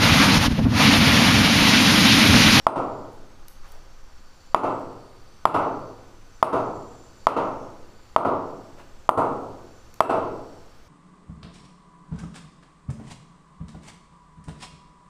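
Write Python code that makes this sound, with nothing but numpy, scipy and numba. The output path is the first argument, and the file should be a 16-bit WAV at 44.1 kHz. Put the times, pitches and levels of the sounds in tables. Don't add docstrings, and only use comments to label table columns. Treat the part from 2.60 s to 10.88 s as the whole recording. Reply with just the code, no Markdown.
import sys
import numpy as np
from scipy import signal
from scipy.fft import rfft, irfft
from scipy.io import wavfile
from numba import njit

SR = 44100
rng = np.random.default_rng(int(sys.argv[2]) if len(sys.argv) > 2 else 0)


def int16_out(signal):
    q = np.round(np.clip(np.atleast_2d(signal).T, -1, 1) * 32767)
    wavfile.write(sys.argv[1], SR, q.astype(np.int16))


N = 365148
T = np.arange(N) / SR

# (time [s], level [dB], crack [dB], bending mode [dB], ping [dB], scuff [dB], room [dB],
#          limiter hold after the peak [s])
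KNOCKS = [(0.0675, -1, -1.5, -0.5, -6, 1, -4, 0.089), (1.9457, -3, 0.5, -1.5, 5.5, 1, -2, 0.086),
          (2.854, 2.5, 0.5, -6.5, 3.5, 3.5, -3, 0.086), (3.8274, -0.5, -0.5, -1, 0, 6, -2, .098),
          (4.6690, -1.5, 2, -2, 5, -4, -2, 0.094), (5.5623, -2, -3, 0, -14, -3, -1, 0.0844),
          (6.4911, 3.5, -5, -1.5, -4, 7, -5, 0.081), (7.4053, 1, 2.5, 3.5, 9, 9, -4, 0.088)]
# (frequency [Hz], decay by 60 dB [s], level [dB], sign [+1 or -1])
BAT_MODES = [(655, .041, -29, -1), (954, .0048, -3, -1), (1316, .007, 0, 1)]
# (frequency [Hz], decay by 60 dB [s], level [dB])
PING_MODE = (2624, 0.051, -62)
# (frequency [Hz], level [dB])
CRACK_SPECTRUM = [(200, -33), (1200, -11.5), (2000, -13), (3200, -22), (4300, -26), (6500, -33.5),
                  (10000, -34.5), (15500, -49)]
# (mean delay [s], wood level [dB], crack level [dB])
FIRST_ECHOES = [(.0047, -17.5, -14.5), (0.0112, -19.5, -40), (0.0177, -32, -18)]
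# (frequency [Hz], level [dB], decay by 60 dB [s])
DIFFUSE_ROOM = [(49, -33, 1.8), (120, 2.5, 1.38), (218, 1, 1.09), (302, 7, 1.115), (566, -0.5, 0.98),
                (626, -1.5, 0.89), (1135, -6.5, 0.77), (1630, 0, 0.75), (1790, -5.5, 0.76), (2750, 1, 0.64),
                (4750, -0.5, 0.56), (9030, 2, 0.4), (15000, 3, 0.22)]
# (frequency [Hz], decay by 60 dB [s], level [dB])
STANDING_WAVES = [(107, 2.35, -1.5), (122.4, 1.32, -2), (169, 0.89, -13), (216.7, 1.67, -2.5),
                  (270.8, 1.14, 7), (311, 0.33, -2), (351, 3.2, -18), (474, 1.07, 3)]
# (time [s], level [dB], decay by 60 dB [s], strongest frequency [Hz])
TICKS = [(0.883, -36.5, 0.013, 6200), (1.119, -48, 0.032, 9500), (2.1974, -51, 0.01, 5500),
         (3.1945, -55, 0.0115, 5500), (7.341, -41, 0.0091, 3600)]
# (time of the middle [s], level [dB], length [s], strongest frequency [Hz])
RUSTLES = [(0.537, -69, 0.099, 9000), (1.059, -53, 0.098, 1090), (1.093, -65, 0.092, 10000),
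           (1.141, -54, .16, 710), (6.199, -47, 0.08, 745)]
# (frequency [Hz], level [dB])
AIR_SPECTRUM = [(4, -7.5), (13, 0.0), (25, -15.5), (50, -31), (110, -38.5), (400, -82)]
# (frequency [Hz], level per Hz [dB])
QUIET_SPECTRUM = [(40, -5), (70, -3), (105, -11.5), (140, -12), (300, -16.5), (550, -20.5), (1200, -17.5),
                  (2000, -25.5), (3500, -28.5), (5500, -30.5), (7500, -41.5), (8400, -41.5), (12000, -42),
                  (15500, -46)]
# (frequency [Hz], level [dB])
DRONE = [(527.6, -70.5), (818.3, -74), (1066, -84), (1227, -72), (1491, -72.5)]
# (frequency [Hz], width [Hz], mean level per Hz [dB])
HISS_BANDS = [(4546, 200, -1.5), (5540, 170, -4), (6080, 70, -1.5), (6460, 45, -1), (7170, 96, -1.5),
              (7680, 93, -4.5), (8720, 110, -11)]

CONTACT_S = 0.0011
RUSTLE_SKIRT_DB = -19
AIR_DB, AIR_WANDER_DB = -47, 0.5
GUST_S, GUST_WIDTH_S, GUST_DB = 1.25, 0.51, 8
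TONE_DB = -53.5
HISS_DB, HISS_WAVER_DB = -64.5, 3.5
HISS_SWELL_S, HISS_SWELL_WIDTH_S, HISS_SWELL_DB = 4.2, 0.6, 3
HISS_DIP_S, HISS_DIP_WIDTH_S, HISS_DIP_DB = 5.7, 0.13, -7
TOP_HZ = 15450


def bouncing():
    out = np.zeros(N)
    for s, db, *touch, room_db, _ in KNOCKS:
        wood, crack = undb(db + 33.0) * np.array(knock(CONTACT_S, *touch))
        add(out, s, wood + crack)
        for mean_delay, wood_db, crack_db in FIRST_ECHOES:
            delay = mean_delay * (1 + 0.034 * rng.standard_normal())
            add(out, s + delay, undb(wood_db) * wood + undb(crack_db) * crack)
        reverberation = signal.fftconvolve(wood + crack, room_response())
        add(out, s, undb(room_db) * reverberation)
    return out


def knock(contact_s, crack_db, bend_db, ping_db, scuff_db):
    t = T[:4096]
    squeeze = np.abs(np.sin(np.pi * np.minimum(t / contact_s, 1)))
    push = squeeze ** (3 / 2)
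    ring = np.zeros(len(t))
    for (hz, t60, db, sign), spot_db in zip(BAT_MODES, [bend_db, 0, 0]):
        ring += sign * undb(db + spot_db) * fade(t, t60) * np.cos(2 * np.pi * hz * t)
    wood = signal.fftconvolve(push / push.sum(), ring)[:len(t)]

    click = signal.unit_impulse(len(t), np.argmax(push))
    crack = undb(crack_db) * colour(click, CRACK_SPECTRUM) * fade(t, 0.047)
    hz, t60, db = PING_MODE
    ping = undb(db + ping_db) * fade(t, t60) * np.sin(2 * np.pi * hz * t)
    scuff = undb(scuff_db - 63) * fade(t, 0.024) * band(len(t), 8660, 3400)
    return wood, crack + ping + scuff


def room_response():
    t = T[:65536]
    band_hz = np.transpose(DIFFUSE_ROOM)[0]
    log_f = np.log(np.maximum(np.fft.rfftfreq(len(t), 1 / SR), 1))
    noise = rfft(rng.standard_normal(len(t)))
    tail = np.zeros(len(t))
    for (_, db, t60), corner in zip(DIFFUSE_ROOM, np.eye(len(band_hz))):
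        share = np.interp(log_f, np.log(band_hz), corner)
        tail += irfft(noise * share) * undb(db) * fade(t, t60)
    waves = np.zeros(len(t))
    for hz, t60, db in STANDING_WAVES:
        waves += undb(db) * fade(t, t60) * np.sin(2 * np.pi * (hz * t + rng.random()))
    build_up = np.clip((t - 0.005) / 0.011, 0, 1)
    return build_up * (undb(-36.5) * tail + undb(-63) * waves)


def handling():
    direct = ticks() + rustles()
    return direct + undb(1.5) * signal.fftconvolve(direct, room_response())[:N]


def ticks():
    out = np.zeros(N)
    t = T[:8192]
    for s, db, t60, hz in TICKS:
        add(out, s, undb(db) * fade(t, t60) * band(len(t), hz, 4.7 * hz))
    return out


def rustles():
    out = np.zeros(N)
    for s, db, length, hz in RUSTLES:
        swell = np.hanning(int(length * SR))
        skirts = [(hz * 2.0 ** (2 * k), abs(k) * RUSTLE_SKIRT_DB) for k in range(-2, 3)]
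        cloth = unit(colour(rng.standard_normal(len(swell)), skirts))
        add(out, s - length / 2, undb(db) * swell * cloth)
    return out


def air():
    gust_db = GUST_DB * bump(GUST_S, GUST_WIDTH_S)
    level_db = AIR_DB + AIR_WANDER_DB * walk(count=24) + gust_db
    return undb(level_db) * unit(colour(rng.standard_normal(N), AIR_SPECTRUM))


def room_tone():
    return undb(TONE_DB) * unit(colour(rng.standard_normal(N), QUIET_SPECTRUM))


def drone():
    return sum(undb(db + 0.5) * band(N, hz, width=9.4) for hz, db in DRONE)


def hiss():
    bands = np.zeros(N)
    for hz, width, db in HISS_BANDS:
        waver_db = HISS_WAVER_DB * walk(count=24)
        bands += undb(db + waver_db) * band(N, hz, width) * np.sqrt(width)
    swell_db = HISS_SWELL_DB * bump(HISS_SWELL_S, HISS_SWELL_WIDTH_S)
    dip_db = HISS_DIP_DB * bump(HISS_DIP_S, HISS_DIP_WIDTH_S)
    return undb(HISS_DB + swell_db + dip_db) * unit(bands)


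def undb(db):
    return 10 ** (np.asarray(db) / 20)


def unit(x):
    return x / np.sqrt(np.mean(x ** 2))


def fade(t, t60):
    return np.exp(-np.log(1000) * t / t60)


def add(out, s, x):
    i = max(int(s * SR), 0)
    out[i:i + len(x)] += x[:N - i]


def colour(x, points):
    hz, db = np.transpose(points)
    f = np.maximum(np.fft.rfftfreq(len(x), 1 / SR), 1)
    gain = undb(np.interp(np.log(f), np.log(hz), db))
    return irfft(rfft(x) * gain, len(x))


def band(size, hz, width):
    f = np.maximum(np.fft.rfftfreq(size, 1 / SR), 1)
    detuning = (f * f - hz * hz) / (f * width)
    return unit(irfft(rfft(rng.standard_normal(size)) / (1 + 1j * detuning), size))


def walk(count):
    return np.interp(T, np.linspace(0, T[-1], count), rng.standard_normal(count))


def bump(s, width_s):
    return np.exp(-((T - s) / width_s) ** 2)


def scene():
    background = air() + room_tone() + drone() + hiss()
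    return (bouncing() + handling() + background)[None]


@njit
def limiter_gain(x, hold, ceiling, attack, release):
    gain, g, goal, wait = np.empty(len(x)), 1.0, 1.0, 0.0
    for i in range(len(x)):
        need = ceiling / max(abs(x[i]), ceiling)
        wait -= 1 / SR
        if need < goal:
            goal, wait = need, hold[i]
        elif wait < 0:
            goal = need
        g += (goal - g) / (SR * (attack if goal < g else release))
        gain[i] = g
    return gain


def record(dry):
    ahead = int(0.0085 * SR)
    early = np.pad(dry[0], (0, ahead))[ahead:]
    knocks = np.array(KNOCKS)
    hold = np.interp(T, knocks[:, 0], knocks[:, -1]) + ahead / SR
    attack_s, release_s = 0.001, 0.0021
    ducked = dry * limiter_gain(early, hold, 1.33, attack_s, release_s)
    clipped = ducked / (1 + ducked ** 8) ** (1 / 8)
    top_cut = signal.ellip(10, 0.1, 70, TOP_HZ, fs=SR, output="sos")
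    return signal.sosfilt(top_cut, clipped)


dry = scene()
out = record(dry)
int16_out(out)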